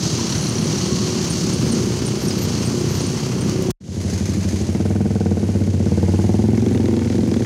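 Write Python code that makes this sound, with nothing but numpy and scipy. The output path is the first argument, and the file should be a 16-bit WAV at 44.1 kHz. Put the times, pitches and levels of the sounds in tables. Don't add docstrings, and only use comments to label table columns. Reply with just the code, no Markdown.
import sys
import numpy as np
from scipy import signal
from scipy.fft import rfft, irfft
from scipy.io import wavfile
from scipy.ndimage import uniform_filter1d

SR = 44100
rng = np.random.default_rng(int(sys.argv[2]) if len(sys.argv) > 2 else 0)


def bounce(signal):
    frames = np.transpose(np.atleast_2d(signal))
    limited = np.clip(frames, -1, 1)
    pcm = np.round(limited * 32767).astype(np.int16)
    wavfile.write(sys.argv[1], SR, pcm)


def rack_gain(trim_db):
    fader = np.asarray(trim_db, float)
    return 10 ** (fader / 20)


N = 328879
T = np.arange(N) / SR
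CHANGE_S, BACK_S = 3.716, 3.802
FADE_IN_BASS_DB, FADE_IN_HISS_DB, FADE_IN_S = -22, -27, .095


def unit(x):
    return x / np.sqrt(np.mean(x ** 2))


def column(table, index):
    return np.interp(T, [row[0] for row in table], [row[index] for row in table])


def fade(start_s, end_s, edge_s):
    return np.clip(np.minimum(T - start_s, end_s - T) / edge_s + 1, 0, 1)


def fade_in(depth_db):
    return depth_db * np.exp(-np.maximum(T - BACK_S, 0) / FADE_IN_S) * (T > CHANGE_S)


def walk(rate_hz):
    hold = int(SR / rate_hz)
    steps = np.repeat(rng.standard_normal(N // hold + 1), hold)
    return unit(uniform_filter1d(uniform_filter1d(steps, hold), hold)[:N])


def ring(x, hz, t60_s):
    r, w = np.exp(-np.log(1000) / (t60_s * SR)), 2 * np.pi * hz / SR
    return signal.lfilter([0, r * np.sin(w)], [1, -2 * r * np.cos(w), r * r], x)


def puff(x, tail_s):
    return signal.lfilter([1], [1, -np.exp(-1 / (tail_s * SR))], x)


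def cycles(hz, firing_s):
    phase = np.cumsum(hz) / SR
    return phase - phase[int(firing_s * SR)] + 200


def firings(phase, scatter_db):
    size = rack_gain(scatter_db * rng.standard_normal(size=1000))
    turns = np.diff(np.floor(phase), prepend=np.floor(phase[0]))
    return turns * size[phase.astype(int) % len(size)]


def rattle(pulses, colour, tail_s):
    breath = puff(pulses, tail_s) * rng.standard_normal(N)
    mix = sum(rack_gain(db) * unit(ring(breath, hz, t60_s)) for hz, t60_s, db in colour)
    dull_hz = min(1.5 * colour[-1][0], 16000)
    return unit(signal.sosfilt(signal.butter(2, dull_hz, fs=SR, output="sos"), mix))


BASS_LAG_S, MODE_SCATTER_DB = 0.00588, 2


def scooter(phase, pipe, scatter_db=2.5, tail_db=0):
    pulses, out = firings(phase, scatter_db), 0
    for sign, (hz, t60_s, db) in zip([1, 1, 1, -1, 1], pipe):
        push = puff(pulses * firings(phase, MODE_SCATTER_DB), 0.00035)
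        late = np.roll(push, int(BASS_LAG_S * 100 / hz * SR))
        gain = sign * rack_gain(db + tail_db * (sign < 0))
        out = out + gain * ring(late, hz, t60_s) * rack_gain(1.48 * walk(9))
    return unit(out), pulses


# frequency in Hz, t60 in s, level in dB.
SMALL_PIPES = [
    [(128.2, 0.07, -6.5), (161, 0.033, 1.5), (224.3, 0.058, 0.5), (356.6, 0.086, -2.5), (465, 0.029, -8)],
    [(128, 0.027, -4.5), (169, 0.055, 3.5), (262, 0.024, -14.5), (369.4, 0.089, -1.5), (536, 0.024, -10)],
    [(109, 0.04, -38), (182.3, 0.12, 5), (214.3, 0.12, 0), (406, 0.12, -18), (500, 0.16, -13)],
    [(110, 0.024, -26), (136, 0.25, -21), (201.6, 0.04, 11.5), (330, 0.2, 8.5), (477, 0.078, -4.5)],
]
# time in s, level in dB.
CROWD_NEARNESS = [
    [(0, 4), (.6, -3), (.95, 0.5), (1.5, -0.5), (2.1, -3.5), (2.5, -2), (3.5, -5), (3.72, -9.5)],
    [(3.8, 6.5), (4.2, 3.5), (4.65, 3.5), (4.8, -5), (5.5, -2.5), (6.25, 0), (6.6, -5), (6.9, -1.5),
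     (7.46, 1)],
]
# frequency in Hz, density in dB per Hz.
CROWD_COLOUR = [
    [(25, -33), (60, -19), (100, 5.5), (200, 5.5), (520, -13.5), (650, -11), (1140, -11), (1650, -16.5),
     (3600, -15.5), (4400, -7.5), (5100, -9.5), (6400, -6.5), (8000, -22.5), (9200, -20.5), (15600, -36)],
    [(25, -25), (60, -43), (100, 19), (200, 14.5), (520, 0), (900, -5), (1300, -13), (2120, -10.5),
     (3300, -16), (4500, -11.5), (5500, -12), (6500, -8.5), (8000, -21.5), (10000, -19), (15600, -39)],
]
# level in dB of exhausts, of tyres and gears, of belts and fans, of air; one row per scene.
LAYER_DB = [
    (-20.5, -35, -29, -44),
    (-22.5, -42.5, -42.5, -52),
]
LAYER_SHARE = (0.076, 0.24, 0.88, 0.39)


def crowd():
    beats, ticks = 0, 0
    for k, (speed, size) in enumerate(rng.random(size=(7, 2))):
        pipe = [(hz * (0.799 + 0.29 * size), min(t60_s, .07), db) for hz, t60_s, db in SMALL_PIPES[k % 4]]
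        rate_hz = (20 + 22 * speed) * (1 + .05 * walk(1.2))
        tone, pulses = scooter(np.cumsum(rate_hz) / SR, pipe, 1.6)
        near = rack_gain(1.5 * walk(1.4))
        beats, ticks = beats + near * tone, ticks + near * pulses
    loose_db = 1.7 * np.minimum(rng.exponential(size=N), 3.5)
    ticks = ticks + (rng.random(N) < 120 / SR) * rack_gain(loose_db) * 0.55
    shake = unit(1 + .3 * puff(ticks, 0.01)) * rack_gain(0.6 * walk(7))

    out, log_hz = 0, np.log(np.fft.rfftfreq(N, 1 / SR) + 1)
    white = rfft(rng.standard_normal(N))
    bands = np.log([[1, 560], [560, 3000], [3000, 8200], [8200, SR]])
    scenes = [T < CHANGE_S, T > CHANGE_S]
    for nearness, colour, layer_db, on in zip(CROWD_NEARNESS, CROWD_COLOUR, LAYER_DB, scenes):
        colour_hz, colour_db = np.transpose(colour)
        spectrum = white * rack_gain(np.interp(log_hz, np.log(colour_hz), colour_db))
        layers = []
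        for low, high in bands:
            window = np.clip(np.minimum(log_hz - low, high - log_hz) / 0.28 + .5, 0, 1) ** .5
            layers.append(unit(irfft(spectrum * window, N)))
        rumble, *hiss = layers
        near_db = column(nearness, index=1)
        bass_db, *hiss_db = (db + share * near_db for db, share in zip(layer_db, LAYER_SHARE))
        part = unit(unit(beats) + 0.68 * rumble) * rack_gain(bass_db + fade_in(FADE_IN_BASS_DB))
        for band, db in zip(hiss, hiss_db):
            part = part + band * shake * rack_gain(db + fade_in(FADE_IN_HISS_DB) + 0.6 * walk(15))
        out = out + part * on
    return out


# frequency in Hz, t60 in s, level in dB.
IDLER_BELT = [
    (2400, 0.0033, -4.5),
    (5040, 0.0021, 0),
    (6270, 0.0039, 2),
    (9300, .001, -16),
]
# time in s, peak in dB.
IDLER_SLAPS = [(3.9245, -31), (4.0128, -22.5), (4.0981, -20), (4.1335, -19.5), (4.1774, -20.5),
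               (4.2168, -30), (4.2552, -19.5), (4.2936, -24), (4.3345, -20.5), (4.3694, -32),
               (4.408, -24.5), (4.429, -25.5), (4.4877, -20), (4.5226, -27), (4.5585, -23), (4.588, -28)]


def waiting_belt():
    slaps = np.zeros(N)
    for s, db in IDLER_SLAPS:
        slaps[int(s * SR)] = rack_gain(db)
    return rattle(slaps, IDLER_BELT, tail_s=0.022) * rack_gain(-48.5)


# in and out in s, firing rate on arrival and at cruise in Hz, level in dB.
PASSERS = [
    (0.4, 1.75, 38, 41.2, -24),
    (-6, 1.2, 37, 33.6, -32.5),
    (1.3, 1.75, 28, 33.5, -26.5),
    (2.2, 2.36, 31, 30, -26),
    (3.38, 3.54, 30, 33, -27),
    (2.8, 3.1, 33, 35, -29),
]
# time in s, level in dB.
TAIL_TURN = [(.3, -10), (.55, 4), (.8, 1.5), (1.05, 3.5), (1.3, -2), (1.55, -1.5), (1.9, 1), (2.02, -1),
             (2.12, 1), (2.25, -2), (2.4, -2), (2.55, -4.5), (2.8, 0), (3, 0), (3.12, -3), (3.3, -1),
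             (3.45, -7), (3.6, 4)]
# frequency in Hz, t60 in s, level in dB.
BELT = [
    (4310, 0.014, 0.5),
    (5870, 0.0096, 4.5),
]
PULL_S, PASS_EDGE_S = .35, 0.16


def passers():
    out = np.zeros(N)
    pipes = [SMALL_PIPES[1]] + len(PASSERS) * [SMALL_PIPES[2]]
    for (start_s, end_s, first_hz, cruise_hz, db), pipe in zip(PASSERS, pipes):
        rate_hz = cruise_hz + (first_hz - cruise_hz) * np.exp(-np.maximum(T - start_s, 0) / PULL_S)
        same_scene = (T < CHANGE_S) == (start_s < CHANGE_S)
        tone, _ = scooter(cycles(rate_hz, start_s), pipe, 1.8, column(TAIL_TURN, index=1))
        out += tone * rack_gain(db) * fade(start_s, end_s, PASS_EDGE_S) * same_scene
    slaps = firings(cycles(34.7 + 0 * T, firing_s=.6402), 2.2)
    return out + rattle(slaps, BELT, .007) * rack_gain(-34) * fade(.3, 1.05, 0.2)


# time in s, firing rate in Hz.
LATE_REVS = [
    (5.6, 28.2),
    (5.85, 29.3),
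    (6.15, 31.8),
    (6.48, 32.52),
    (6.65, 34.47),
    (6.8, 36.63),
    (7, 37.18),
    (7.46, 37.5),
]
# frequency in Hz, t60 in s, level in dB.
LATE_PIPE = [
    (110, .04, -8),
    (194, 0.049, 4.5),
    (259, 0.059, -5),
    (338.3, 0.13, -1),
    (490, 0.06, -4.5),
]
# frequency in Hz, t60 in s, level in dB.
RASP = [
    (1570, 0.0035, -0.5),
    (2070, 0.0065, 3),
    (3220, 0.0017, -1.5),
]
# frequency in Hz, t60 in s, level in dB.
PUFF = [
    (3830, 0.0034, 0),
    (5000, 0.0023, 0),
    (6400, .002, -3),
]


def late_scooter():
    phase = cycles(column(LATE_REVS, index=1), firing_s=6.4837)
    heard = rack_gain(-23) * fade(6.7, 7.6, 0.29) + rack_gain(-32) * fade(5.55, 6.44, 0.19)
    out = scooter(phase, LATE_PIPE, 2.3)[0] * heard
    for colour, tail_s, start_s, end_s, db in [(RASP, .004, 6.55, 8.6, -45.5),
                                               (PUFF, .003, 6.75, 7.5, -47.5),
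                                               (RASP[1:], .003, 5.6, 6.4, -55),
                                               (RASP[:2], .003, 6.98, 7.06, -45)]:
        out += rattle(firings(phase, 2.2), colour, tail_s) * rack_gain(db) * fade(start_s, end_s, 0.2)
    return out


# time in s, firing rate in Hz.
NEAREST_REVS = [
    (1.5, 26.95),
    (1.8, 29.65),
    (2.1, 30.08),
    (2.7, 29.62),
    (3.15, 30.97),
    (3.72, 31.02),
]
# frequency in Hz, t60 in s, level in dB.
TAIL_PIPE = [
    (188, 0.076, 0),
    (243, 0.047, -3.5),
    (374, 0.1, 3),
    (440, .04, -15),
    (525, 0.077, -6),
]


def nearest_scooter():
    phase = cycles(column(NEAREST_REVS, index=1), firing_s=2.571)
    body, _ = scooter(phase, SMALL_PIPES[0], 0.97, column(TAIL_TURN, index=1))
    tail, _ = scooter(phase, TAIL_PIPE, 1.7)
    out = body * rack_gain(-20.5) * fade(1.68, 3.8, 0.38) + tail * rack_gain(-23.5) * fade(3.53, 3.8, 0.089)
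    return out * (T < CHANGE_S)


# time in s, peak in dB, frequency in Hz.
SQUEAKS = [(0.489, -31, 8890), (0.636, -34, 9220), (0.878, -33, 8730), (0.95, -39, 9350),
           (1.298, -26.5, 9000), (1.535, -31.5, 8960), (1.715, -27.5, 8800), (2.0603, -25, 8950),
           (2.275, -27.5, 8800), (2.654, -29.5, 8600), (2.7935, -34, 8680), (3.013, -31, 9000),
           (3.065, -31.5, 8640), (3.408, -28, 8760)]
SQUEAK_S, LONGER_PER_DB = 0.023, .08


def squeaks():
    out = np.zeros(N)
    for s, db, hz in SQUEAKS:
        length_s = SQUEAK_S * np.exp(LONGER_PER_DB * (db + 30.5))
        t = np.arange(int(length_s * SR)) / SR
        slip = walk(1000)[:len(t)] * np.sin(np.pi * (t / t[-1]) ** 0.46)
        tone = np.sin(2 * np.pi * hz * (1.029 * t - 0.037 * t ** 2 / t[-1]))
        out[int(s * SR):][:len(t)] += rack_gain(db) * slip * tone
    return out


# start in s, length in s, first and last frequency in Hz, level in dB.
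SQUEALS = [(.22, 0.32, 9400, 9900, -42), (.46, .07, 9650, 9450, -48), (.51, .12, 9650, 9750, -43),
           (.6, 0.14, 9400, 9250, -52), (2.2, 0.075, 12400, 12550, -39), (2.37, .04, 12200, 12350, -41),
           (2.4, 0.068, 12100, 11950, -40), (2.645, .05, 12700, 12850, -49), (2.81, .09, 11950, 12250, -54),
           (2.883, 0.077, 12300, 12200, -43), (2.93, 0.068, 12150, 11850, -41), (.55, .2, 1030, 1060, -44),
           (.77, .37, 1070, 1125, -39), (1.12, .2, 1125, 1160, -45)]


def squeals():
    out = np.zeros(N)
    for s, length_s, first_hz, last_hz, db in SQUEALS:
        done = np.clip((T - s) / length_s, 0, 1)
        hz = (first_hz + (last_hz - first_hz) * done ** 0.63) * (1 + 0.0062 * walk(200))
        tone = np.sin(2 * np.pi * np.cumsum(hz) / SR)
        out += tone * rack_gain(db - 0.5 + 2.5 * walk(60)) * np.sin(np.pi * done) ** 0.87
    return out


# time in s, level in dB, frequency in Hz, t60 in s.
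KNOCKS = [(0.184, -41, 993, 0.12), (0.784, -33, 5800, .02), (2.283, -34, 5700, 0.043),
          (2.307, -31, 5000, 0.038), (3.495, -30, 6500, 0.012), (3.622, -36, 7000, 0.011),
          (3.66, -49, 6100, 0.012), (3.647, -44, 1020, 0.03), (3.698, -42, 1000, 0.03),
          (4.748, -43, 2100, .025), (4.75, -46, 2900, .015), (6.062, -46, 2200, .02),
          (6.16, -47, 2750, .02), (6.575, -41, 2170, 0.033), (7.342, -42, 3800, .015)]


def knocks():
    out = np.zeros(N)
    for s, db, hz, t60_s in KNOCKS:
        t = np.arange(int(t60_s * SR)) / SR
        blow = rng.standard_normal(len(t)) * np.exp(-7 * t / t60_s)
        out[int(s * SR):][:len(t)] += rack_gain(db) * (unit(ring(blow, hz, 0.48 * t60_s)) + 0.2 * unit(blow))
    return out


# time in s, peak in dB, decay in s.
CLICKS = [(2.283, -36, .003), (2.796, -38, .003), (3.135, -41, .003), (3.495, -27, .003),
          (3.614, -40, .002), (3.624, -20, .003), (3.66, -36, .003), (3.696, -35, 0.0045),
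          (3.705, -17, 0.0047), (6.602, -40, .003), (6.855, -46, 0.0022)]
# frequency in Hz, t60 in s, level in dB.
CLICK = [
    (7000, 0.0003, 1),
    (13000, 0.00028, -10),
]


def clicks():
    out = np.zeros(N)
    for s, peak_db, decay_s in CLICKS:
        t = np.arange(int(5 * decay_s * SR)) / SR
        blow = rng.standard_normal(len(t)) * np.exp(-t / decay_s)
        burst = sum(rack_gain(db) * unit(ring(blow, hz, t60_s)) for hz, t60_s, db in CLICK)
        out[int(s * SR):][:len(t)] += rack_gain(peak_db) * burst / np.max(np.abs(burst))
    return out


# frequency in Hz, t60 in s, level in dB, polarity.
BIG_PIPE = [
    (94, .3, -12, -1),
    (164, .036, -10, -1),
    (194, .2, -17, -1),
    (234, .045, -10, 1),
    (330, .065, -12.5, 1),
    (540, .012, -18, 1),
    (442, .065, -14.5, 1),
    (580, .065, -20, 1),
    (735, .09, -23, 1),
    (855, .09, -33, 1),
]
# time in s, lowest, fourth, fifth and sixth mode in Hz.
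PIPE_PITCH = [(3.8, 92.1, 427, 586, 740), (4.7, 92.9, 452, 597, 726), (4.95, 94.7, 438, 593, 717),
              (5.2, 94, 452, 600, 730), (5.45, 96, 454, 557, 682), (5.75, 94.8, 440, 550, 700),
              (6, 90.3, 470, 556, 697), (6.25, 95.2, 428, 540, 725), (6.5, 103.7, 455, 554, 756),
              (6.75, 104.9, 465, 594, 764), (7.05, 105, 454, 585, 745), (7.46, 106.4, 462, 587, 750)]
# time in s, third, fourth, fifth, sixth and top mode in dB.
PIPE_TURN = [(3.8, -2, -5, 2, -2, -3), (4.7, 2.5, 0.5, 0.5, 0, 3), (4.95, -0.5, -0.5, 1.5, -7, -6),
             (5.25, 0, 5.5, -6, 1.5, -10), (5.5, -0.5, 0, 4, -7, -5), (5.75, 0, -2, 4, -13, 1),
             (6, 1.5, 5.5, -3, -13, 5), (6.12, 1.5, -1.5, -2, -6, 10), (6.3, 2.5, 0, 0, 1.5, 10),
             (6.5, 3.5, -5, -1, 0, 14), (6.75, 2, -7, 1, 4, 9), (7.05, -2.5, -5, -4, 1, 14),
             (7.46, 5, 3.5, -4, -2, 1)]
BASS_LAG_BIG_S, TOP_LAG_S = .0031, .0004
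HOT_FROM_HZ, SING_DB_PER_HZ, IDLE_THUD_DB, BIG_SCATTER_DB = 19.9, 1.2, -7, 1.


def big_exhaust(pulses, rate_hz, throttle, bark_db, level_db):
    hz, t60_s, db, sign = np.transpose(BIG_PIPE)[:, :, None]
    t = np.arange(SR // 4) / SR
    after_s = np.maximum(t - BASS_LAG_BIG_S * (96 / hz) ** .37 - TOP_LAG_S * (hz > 600), 0)
    octaves = np.maximum(np.log2(hz / 240), 0)
    low, fourth, fifth, sixth = (column(PIPE_PITCH, index=k) / hz[mode, 0]
                                 for k, mode in [(1, 0), (2, 6), (3, 7), (4, 8)])
    turn_db = np.array([column(PIPE_TURN, index=k) for k in range(1, 6)])
    hot_hz = np.maximum(rate_hz - HOT_FROM_HZ, 0)
    thud_db = IDLE_THUD_DB * np.clip(1 - throttle / .35, 0, 1) ** .5
    groups = [hz < 300, hz < 350, hz < 500, hz == hz[7]]
    body = np.zeros(N + SR)
    for i in np.flatnonzero(pulses):
        third = max(1.02 * low[i], fourth[i])
        heat = np.select(groups, [low[i], third, fourth[i], fifth[i]], sixth[i])
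        mode_db = db + octaves * bark_db[i] + level_db[i]
        mode_db = mode_db + SING_DB_PER_HZ * hot_hz[i] * (hz == hz[2]) + thud_db[i] * (t60_s < .05)
        mode_db = mode_db + BIG_SCATTER_DB * octaves * rng.standard_normal(hz.shape)
        mode_db[[4, 6, 7, 8, 9], 0] += turn_db[:, i]
        decay = np.exp(-np.log(1000) * after_s * heat / t60_s)
        modes = sign * rack_gain(mode_db) * decay * np.sin(2 * np.pi * after_s * hz * heat)
        body[i:i + SR // 4] += pulses[i] * np.sum(modes, axis=0)
    return signal.sosfilt(signal.butter(6, 1050, fs=SR, output="sos"), body[:N])


# frequency in Hz, t60 in s, level in dB.
POP = [
    (1500, .022, 0),
    (2150, .012, -6),
]
# time in s, pop level in dB.
POP_LEVEL = [
    (4.68, -60),
    (4.78, -31),
    (5.3, -31),
    (5.5, -37),
    (5.95, -33),
    (6.2, -34),
    (6.6, -41),
    (7.46, -44),
]


def exhaust_pops(phase):
    pops = np.roll(firings(phase, 1.5), int(.0085 * SR)) * rack_gain(column(POP_LEVEL, index=1))
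    return sum(rack_gain(db) * ring(pops, hz, t60_s) for hz, t60_s, db in POP)


# frequency in Hz, t60 in s, level in dB.
GAS = [
    (1760, 0.0031, 9.5),
    (5650, 0.0008, 19),
]
# frequency in Hz, t60 in s, level in dB.
GAS_JET = [
    (14900, .0007, 0),
]
PUFF_ECHO_S, PUFF_ECHO_DB = .007, -1


def gas_puffs(phase, gas_db):
    puffs = firings(phase - .085, 2.)
    puffs = puffs + rack_gain(PUFF_ECHO_DB) * np.roll(puffs, int(PUFF_ECHO_S * SR))
    jets = rattle(firings(phase - .03, 4), GAS_JET, .0015)
    return rattle(puffs, GAS, 0.006) * rack_gain(gas_db) + jets * rack_gain(-65) * fade(6.05, 8.6, 0.45)


# frequency in Hz, t60 in s, level in dB.
CLATTER = [
    (2430, 0.0046, 1.5),
    (4670, 0.00082, 8),
    (6060, 0.0018, 7),
]


def tappets(phase, clatter_db):
    ticks = firings(2 * phase - .85, 1.8)
    return rattle(ticks, CLATTER, 0.01) * rack_gain(clatter_db + fade_in(FADE_IN_HISS_DB))


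# time in s, firing rate in Hz.
BIG_REVS = [(3.88, 12.51), (4.66, 12.36), (4.74, 18.57), (4.85, 19.57), (5.15, 20.16), (5.3, 17.98),
            (5.45, 16.55), (5.75, 15.58), (5.9, 17.71), (6.2, 19.2), (6.7, 23.01), (7.46, 23.03)]
# time in s, throttle 0 to 1, level in dB.
THROTTLE = [
    (3.8, 0, 2),
    (4.65, 0.03, 1.5),
    (4.75, 0.9, -0.5),
    (5.3, 0.8, 0.5),
    (5.85, 0.65, 1),
    (6.05, 0.94, 1),
    (6.38, 0.71, 3),
    (6.6, 0.4, 1.5),
    (6.8, 0.6, 2.5),
    (7.46, 0.64, -1.5),
]
BARK_DB, GAS_DB, CLATTER_DB = (-19.5, -1.5), (-62.5, -46.5), (-43, -49.5)


def big_single():
    rate_hz = column(BIG_REVS, index=1)
    phase = cycles(rate_hz, firing_s=3.885)
    on = T > CHANGE_S
    throttle = column(THROTTLE, index=1)
    level_db = column(THROTTLE, index=2) + fade_in(FADE_IN_BASS_DB)
    bark_db, gas_db, clatter_db = (shut + (wide - shut) * throttle for shut, wide in (BARK_DB, GAS_DB, CLATTER_DB))
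    body = big_exhaust(firings(phase, 0.22) * on, rate_hz, throttle, bark_db, level_db)
    return body + (exhaust_pops(phase) + gas_puffs(phase, gas_db) + tappets(phase, clatter_db)) * on


def scene():
    traffic = crowd() + waiting_belt()
    scooters = passers() + late_scooter() + nearest_scooter()
    metal = squeaks() + squeals() + knocks() + clicks()
    return (traffic + scooters + metal + big_single())[None]


def top_cut(x):
    return signal.sosfilt(signal.butter(12, 15710, fs=SR, output="sos"), x)


def record(dry):
    x = signal.sosfilt(signal.butter(4, 80, "high", fs=SR, output="sos"), dry)
    x = np.tanh(x / 0.73) * 0.69
    x = x * np.clip(np.maximum(CHANGE_S - T, (T - BACK_S) / 4) / 0.0025, 0, 1)
    x = signal.sosfilt(signal.butter(4, 28, "high", fs=SR, output="sos"), x)
    x = signal.sosfilt(signal.ellip(8, .2, 70, 15700, fs=SR, output="sos"), x)
    return top_cut(x)


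dry = scene()
out = record(dry)
bounce(out)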